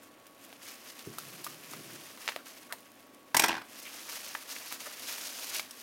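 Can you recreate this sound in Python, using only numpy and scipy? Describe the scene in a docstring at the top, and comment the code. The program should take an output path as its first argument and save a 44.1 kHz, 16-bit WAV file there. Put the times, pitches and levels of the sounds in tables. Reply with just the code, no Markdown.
"""A small, quiet room with a wooden table, where hands work clear plastic wrap off a metal rail.
The film rustles with dense tiny buckles, snaps as creases pop through and rasps under the fingers;
the wrapped rail bumps and drags on the table. Midway a pair of scissors drops on the wood, its blades
clinking, and clatters to rest. Soft ventilation and a faint appliance whine lie underneath."""
import sys
import numpy as np
from scipy import signal
from scipy.fft import rfft, irfft
from scipy.io import wavfile

SR = 44100
rng = np.random.default_rng(int(sys.argv[2]) if len(sys.argv) > 2 else 0)


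def log_audio(samples):
    """Write samples as a 16-bit WAV file to the path given in sys.argv[1]."""
    # one column per channel
    frames = np.atleast_2d(samples).T
    # limit to full scale, then quantise
    limited = np.clip(frames, -1, 1)
    pcm = np.round(limited * 32767).astype(np.int16)
    wavfile.write(sys.argv[1], SR, pcm)


N = 256662
T = np.arange(N) / SR
RING_T = T[:SR // 4]  # time axis of a single hit

# modes of the wooden table top: (frequency [Hz], level [dB], t60 [s])
TABLE_MODES = [(120, -12, 0.31), (165, -5.5, 0.18), (228, -6, 0.3), (269, 3.5, 0.088), (333, 4.5, 0.14),
               (416, 2, 0.078), (674, -8, 0.12), (710, -2, .1), (830, 0, 0.25), (915, -7, 0.38),
               (987, -11, 0.23), (1100, -16, 0.18), (1445, -12, 0.096), (1390, 13, 0.092),
               (1780, -11, 0.12), (1976, 14.5, 0.14), (2470, 10, 0.12)]


def undb(db):
    """Decibels to gain."""
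    return 10 ** (np.asarray(db) / 20)


def unit(x):
    """Scale to rms 1."""
    return x / np.sqrt(np.mean(x ** 2))


def unit_hit(x):
    """Scale a hit to rms 1 over its first 10 ms."""
    return x / np.sqrt(np.mean(x[:SR // 100] ** 2))


def fade(t60):
    """Exponential decay, 60 dB down after t60 seconds."""
    return np.exp(-np.log(1000) * RING_T / t60)


def band(x, hz, kind, order=2):
    """Butterworth filter."""
    return signal.lfilter(*signal.butter(order, np.minimum(hz, SR / 2.2), kind, fs=SR), x)


def colour(x, points, size=4096):
    """Minimum-phase EQ through points of (frequency [Hz], gain [dB])."""
    hz, db = np.transpose(points)
    bin_hz = np.fft.rfftfreq(size, 1 / SR)
    gain = undb(np.interp(np.log(bin_hz + 1), np.log(hz), db))
    cepstrum = irfft(np.log(gain))
    cepstrum[1:size // 2] *= 2
    cepstrum[size // 2 + 1:] = 0
    return signal.fftconvolve(x, irfft(np.exp(rfft(cepstrum))))[:len(x)]


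def wander(rate):
    """Random drift of rms 1 that turns `rate` times a second."""
    knots = rng.standard_normal(int(N / SR * rate) + 2)
    return unit(np.interp(T * rate, np.arange(len(knots)), knots))


def ring(modes, scatter_db):
    """Decaying modes; each point of contact weights them differently."""
    sizes = undb(scatter_db * rng.standard_normal(len(modes))) * rng.choice([-1, 1], len(modes))
    return sum(size * undb(db) * fade(t60) * np.sin(2 * np.pi * hz * RING_T)
               for size, (hz, db, t60) in zip(sizes, modes))


def burst(t60):
    """Decaying noise: countless close modes that die away together."""
    return rng.standard_normal(len(RING_T)) * fade(t60)


def ping(hz, cycles):
    """One short resonance that falls to 1/e in the given number of cycles."""
    t = RING_T[:SR // 30]
    return np.sin(2 * np.pi * hz * t) * np.exp(-hz * t / cycles)


def add(track, s, sound):
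    """Mix a sound into a track at s seconds."""
    i = max(int(s * SR), 0)
    track[i:i + len(sound)] += sound[:N - i]


def room_tone():
    """A bed of soft ventilation noise with the thin, slightly wavering whine of an appliance."""
    # tone of the ventilation: (frequency [Hz], gain [dB])
    air_eq = [(25, -12), (60, -21.5), (110, -7), (150, -12), (270, 5), (400, -4.5), (600, -1.5),
              (850, -8.5), (1100, -8), (1300, -11.5), (2100, -17.5), (4000, -20.5), (13000, -58),
              (16000, -23)]
    air = unit(colour(rng.standard_normal(N), air_eq)) * undb(-58.5 + 0.23 * wander(20))
    whine_hz = 1119 + 5 * wander(50)
    whine = unit(np.sin(2 * np.pi * np.cumsum(whine_hz) / SR))
    return air + whine * undb(-68 + 1.5 * wander(30))


def hand_effort():
    """Envelope of the rustle in dB: steady handling plus tugs that build, hold and let go."""
    # how hard the hands work the film: (time [s], level [dB])
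    handling = [(0.0, -71), (0.2, -71.5), (0.38, -69.5), (0.44, -61.5), (0.6, -65.5), (0.68, -61),
                (1.25, -56), (1.56, -57.5), (2.0, -55.5), (2.33, -58), (2.41, -67.5), (2.56, -60.5),
                (2.92, -68.5), (3.3, -70), (3.65, -67), (3.75, -52.5), (4.36, -49.5), (4.44, -57),
                (4.52, -46), (4.77, -56.5), (5.0, -49), (5.2, -47), (5.58, -47), (5.67, -59.5), (5.82, -59)]
    # single tugs at the film: (start [s], length [s], level [dB])
    tugs = [(0.007, 0.098, -64), (0.613, 0.15, -52.5), (0.845, 0.09, -53.5), (1.423, 0.12, -54.5),
            (1.678, 0.097, -54), (2.184, 0.16, -54), (2.443, 0.11, -54), (2.987, 0.046, -63),
            (4.079, 0.14, -47.5), (4.216, 0.13, -50.5), (4.469, 0.1, -51), (4.628, 0.14, -50),
            (4.785, 0.13, -49), (5.062, 0.099, -39.5), (5.24, 0.071, -44.5), (5.405, 0.062, -44.5),
            (5.526, 0.092, -38.5), (5.763, 0.097, -52.5)]
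    attack_s, release_s = 0.021, 0.035
    power = undb(np.interp(T, *np.transpose(handling))) ** 2
    for s, length, db in tugs:
        pull = np.clip(np.minimum((T - s) / attack_s, (s + length - T) / release_s), 0, 1)
        power += (undb(db) * pull) ** 2
    return 10 * np.log10(power)


def buckles(per_band_per_s, spread_db, cycles):
    """Tiny facets of film flip, in nine bands of pitch: most are faint, a few stand out."""
    out, count = 0, int(per_band_per_s * N / SR)
    for hz in np.geomspace(900, 14000, 9):
        when, rarity, side = rng.random((count, 3)).T
        sizes = undb(spread_db * np.minimum(-np.log(1 - rarity), 4)) * np.sign(side - .5)
        flips = np.bincount((when * N).astype(int), sizes, N)
        angle, radius = 2 * np.pi * hz / SR, np.exp(-hz / cycles / SR)
        ringing = signal.lfilter([1, 0, -1], [1, -2 * radius * np.cos(angle), radius ** 2], flips)
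        out = out + np.sqrt(hz) * unit(ringing)
    return unit(out)


def rustle():
    """Film slides over film in small jerks: a fine hiss full of buckles, crisper when pulled hard."""
    # tone of the film: (frequency [Hz], gain [dB])
    film_eq = [(120, -23.5), (270, -11), (400, -6), (600, -1.5), (850, -5), (1300, -3), (2700, -1.5),
               (3800, -4), (5000, -2), (6500, -3), (7500, -9), (10000, -8.5), (13500, -8.5), (16000, -13.5)]
    level_db = hand_effort()
    crackle = buckles(per_band_per_s=850, spread_db=4.6, cycles=.8)
    spectrum = rfft(colour(crackle + rng.standard_normal(N), film_eq))
    # broad folds give the body, small creases the crispness, the finest the sheen
    hz = np.fft.rfftfreq(N, 1 / SR)
    broad = 1 / (1 + (hz / 3300) ** 8)
    fine = 1 - 1 / (1 + (hz / 7100) ** 24)
    body, crisp, sheen = (unit(irfft(spectrum * share, N)) for share in (broad, 1 - broad - fine, fine))
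    jerks_db = 1.4 * wander(70)
    # above an easy pace, body and sheen fall back behind the crisp middle
    easy_db = -55
    body_db = -0.5 - 0.34 * (level_db - easy_db) + wander(80)
    sheen_db = 0.5 - 0.1628 * (level_db - easy_db)
    mix = undb(body_db) * body + undb(-1) * crisp + undb(sheen_db) * sheen
    return mix * undb(level_db + jerks_db)


def ticks(per_s=25, floor_db=-55.5, spread_db=3.5):
    """Creases relax in thin, random ticks that come through when the hands rest."""
    out, count = np.zeros(N), int(per_s * N / SR)
    for when, rarity in rng.random((count, 2)):
        db = floor_db + spread_db * min(-np.log(1 - rarity), np.pi)
        add(out, when * N / SR, undb(db) * burst(t60=0.008))
    return band(out, 4500, "highpass")


def snaps():
    """A crease pops through with one sharp crack, swings its facet and shakes the rest of the sheet."""
    # popping creases: (time [s], level [dB], facet pitch [Hz], crack [dB], fizz [dB], ring [cycles])
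    pops = [(0.033, -44, 1350, -5, 3, 1.2), (0.267, -42, 3740, -7, 3, 1.5),
            (0.528, -35.5, 800, 2.5, -10, 0.7), (0.9927, -30, 3600, -17, -10, 2.4),
            (1.1848, -27, 1370, -3, 3.5, 2.8), (1.4442, -25.5, 5200, -10, 1.5, 1.7),
            (1.4658, -21.5, 1200, -24, -9, 4.3), (1.735, -28, 1240, -14, -6, 2.7),
            (2.1753, -32.5, 1090, -2, -17, 0.8), (2.2781, -15.5, 2370, -2.5, -17, 1.1),
            (2.2884, -17, 1860, -2, -18, 1.3), (2.2929, -23.5, 930, 3, -8, 0.6),
            (2.3205, -27.5, 1850, -7, -16, 1.2), (2.3623, -22.5, 690, 3, -10, 1.4),
            (2.7244, -21, 1830, -9, -3, 2.7), (4.3505, -18.5, 1500, -12, -17, 1.5),
            (4.5636, -23.5, 2300, -18, -16, 1.9), (4.7245, -22, 2000, -8, -1.5, 1.2),
            (4.744, -27, 6370, -11, -9, 1.3), (5.182, -27.5, 2010, -9, -6, 1.2),
            (5.3874, -32, 1750, -2, -2, 1.6), (5.596, -17.5, 2290, -6, -13, 3),
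            (5.7098, -26, 5500, -22, -12, 2.5)]
    out = np.zeros(N)
    crack = band(ping(hz=2920, cycles=0.13), 530, "highpass")
    crack = band(crack, 4900, "lowpass", order=4)
    crack /= np.abs(crack).max()
    for s, db, hz, crack_db, fizz_db, cycles in pops:
        add(out, s, undb(db) * (undb(crack_db) * crack + undb(-5) * ping(hz, cycles)))
        shiver = unit_hit(band(burst(0.039), [hz * .5, hz * 2.28], "bandpass"))
        fizz = band(undb(-4) * burst(.003) + undb(-10) * burst(.05), 4500, "highpass")
        add(out, s, undb(db) * (undb(-21.5) * shiver + undb(fizz_db) * fizz))
    return band(out, 210, "highpass")


def rail():
    """Padded by its wrap, the rail drags with a dull judder and bumps the low modes of the table."""
    # tone of the rail on the wood: (frequency [Hz], gain [dB])
    rail_eq = [(60, -33), (110, 2), (150, 10.5), (220, 1), (340, 7), (430, -4), (600, -3.5), (1200, -27)]
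    # envelope of the drag: (time [s], level [dB])
    drag = [(1.063, -45), (1.19, -60.5), (1.26, -49.5), (1.66, -58), (1.75, -50.5), (1.94, -45.5),
            (2.15, -69)]
    # bumps on the table: (time [s], level [dB])
    bumps = [(1.07, -31), (1.096, -37.5), (1.736, -43), (1.85, -60)]
    drag_s, drag_db = np.transpose(drag)
    judder_db = 2 * wander(35.04)
    rumble = unit(colour(rng.standard_normal(N), rail_eq))
    moving = (T > drag_s[0]) & (T < drag_s[-1])
    out = rumble * undb(np.interp(T, drag_s, drag_db) - 4.5 + judder_db) * moving
    for s, db in bumps:
        push = unit_hit(colour(fade(0.0015), rail_eq))
        boom = unit_hit(ring(TABLE_MODES[:6], scatter_db=5))
        add(out, s, undb(db - 12.5) * (push + undb(1.5) * boom))
    return band(out, 85, "highpass")


def scuffs():
    """Fingers slide the film against the rail in short, hollow rasps."""
    # finger slides: (start [s], length [s], level [dB], pitch [Hz])
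    slides = [(1.177, 0.016, -48, 1290), (2.379, 0.038, -54, 1400), (2.694, 0.043, -47, 1410),
              (2.726, 0.018, -45.5, 835), (3.846, 0.042, -43.5, 2700), (4.349, 0.0077, -34, 1650),
              (4.709, 0.029, -46.5, 1200), (4.854, 0.026, -44, 1480), (4.865, 0.019, -44.5, 570),
              (5.06, 0.07, -51, 2080), (5.551, 0.016, -36, 2400)]
    out = np.zeros(N)
    for s, length, db, hz in slides:
        rasp = unit(band(rng.standard_normal(len(RING_T)), [hz * 0.77, hz * 1.19], "bandpass"))
        swell = np.sin(np.pi * np.minimum(RING_T / length, 1))
        add(out, s, undb(db) * rasp * swell)
    return out


def scissors():
    """Dropped scissors bounce: each hit cracks and rings the handle, the blades and the table top."""
    # bounces: (time [s], knock level [dB], clink against the knock [dB], handle pitch [Hz])
    bounces = [(3.345, -21, -6, 1650), (3.3672, -23.5, 5, 2110), (3.395, -21, 1.5, 2260),
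               (3.42, -30, 1.5, 1560), (3.4369, -23.5, -2, 1410), (3.4398, -22, -8, 2550),
               (3.444, -27.5, -7, 1670), (3.458, -34, -0.5, 1360), (3.4824, -29.5, -1.5, 1730),
               (3.492, -26.5, -20, 2680), (3.616, -45, -20, 1190)]
    # tone of the crack on wood: (frequency [Hz], gain [dB])
    crack_eq = [(90, -6), (130, -13), (320, 7.5), (500, -6), (800, 5.5), (1050, 6.5), (1250, -5.5),
                (1700, -1), (2500, -5), (3100, -4), (5500, -7), (8500, -12.5), (12000, -12), (16000, -20)]
    # modes of the steel blades: (frequency [Hz], level [dB], t60 [s])
    blade_modes = [(2240, 5.5, 0.067), (2350, -4, 0.087), (2740, -15, 0.28), (4820, -24, 0.047),
                   (5650, 1, 0.062), (5580, 8.5, 0.041), (6800, -16, .035), (8140, 4, 0.036),
                   (8520, 4, 0.042), (11600, -12, 0.026), (11600, -13, .025), (13460, 7, 0.022)]
    out = np.zeros(N)
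    landing = 1 - np.exp(-RING_T / 0.0016)  # the two loose halves land over a millisecond or so
    push = unit_hit(band(fade(0.00064), [120, 380], "bandpass"))  # the table yields under the weight
    for s, db, clink_db, handle_hz in bounces + rocking():
        crack = unit_hit(band(colour(burst(.027) * landing, crack_eq), [520, 4500], "bandpass"))
        chatter = unit_hit(band(colour(burst(.036) * landing, crack_eq), 5200, "highpass", order=3))
        boom = unit_hit(ring(TABLE_MODES[:6], scatter_db=3.5))
        clack = unit_hit(ring(TABLE_MODES[6:], scatter_db=5))
        blades = unit_hit(ring(blade_modes, scatter_db=2))
        handle = unit_hit(ping(handle_hz, cycles=2.8) * landing[:SR // 30])
        knock = undb(-2.5) * crack + undb(-15.5) * clack
        thud = undb(-3.5) * boom + undb(-5) * push
        thud_db = -14.5 + 6 * (s - bounces[0][0])  # grows as the scissors lie flatter
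        # the blades ring mostly when they land first
        clink = undb(-4) * chatter + undb(.5 * clink_db - 7.5) * blades
        add(out, s, undb(db) * (knock + undb(thud_db) * thud + undb(clink_db) * clink))
        add(out, s + 0.00041, undb(db - 6) * handle)
    return out


def rocking(count=7, start_s=3.5055, gap_s=0.0118, jitter_s=0.001, fall_db=6.5, clink_db=-15.5):
    """The scissors rock to rest in quick, dull, fading taps, given as rows like the bounces."""
    step = np.arange(count)
    late, detune = rng.standard_normal((count, 2)).T
    s = start_s + gap_s * step + jitter_s * late
    db = -32.5 - fall_db * step / step[-1]
    handle_hz = 1660 * np.exp(0.25 * detune)
    return list(zip(s, db, np.full(count, clink_db), handle_hz))


def room(x, wet_db, low_t60, high_t60):
    """Nearby walls answer after a few milliseconds with a dark and a bright tail."""
    dark = band(burst(low_t60), 5700, "lowpass")
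    bright = band(burst(high_t60), 2700, "highpass")
    onset = np.clip((RING_T - .004) / 0.0031, 0, 1)
    tail = (dark + undb(-2.5) * bright) * onset
    return x + undb(wet_db) * signal.fftconvolve(x, tail / np.sqrt(np.sum(tail ** 2)))[:N]


def scene():
    """Film, rail and scissors, all within arm's reach, in mono over the room tone."""
    film = rustle() + ticks() + snaps() + scuffs()
    unwrapping = room(film + rail(), wet_db=-13, low_t60=0.19, high_t60=0.38)
    clatter = room(scissors(), wet_db=-13, low_t60=0.27, high_t60=0.097)
    return (unwrapping + clatter + room_tone())[None]


def record(dry):
    """A small microphone: thin deep bass and a steep cut at the top."""
    top_cut = signal.ellip(10, .2, 70, 16000, fs=SR, output="sos")
    return signal.sosfilt(top_cut, band(dry, 51, "highpass", order=1))


dry = scene()
out = record(dry)
log_audio(out)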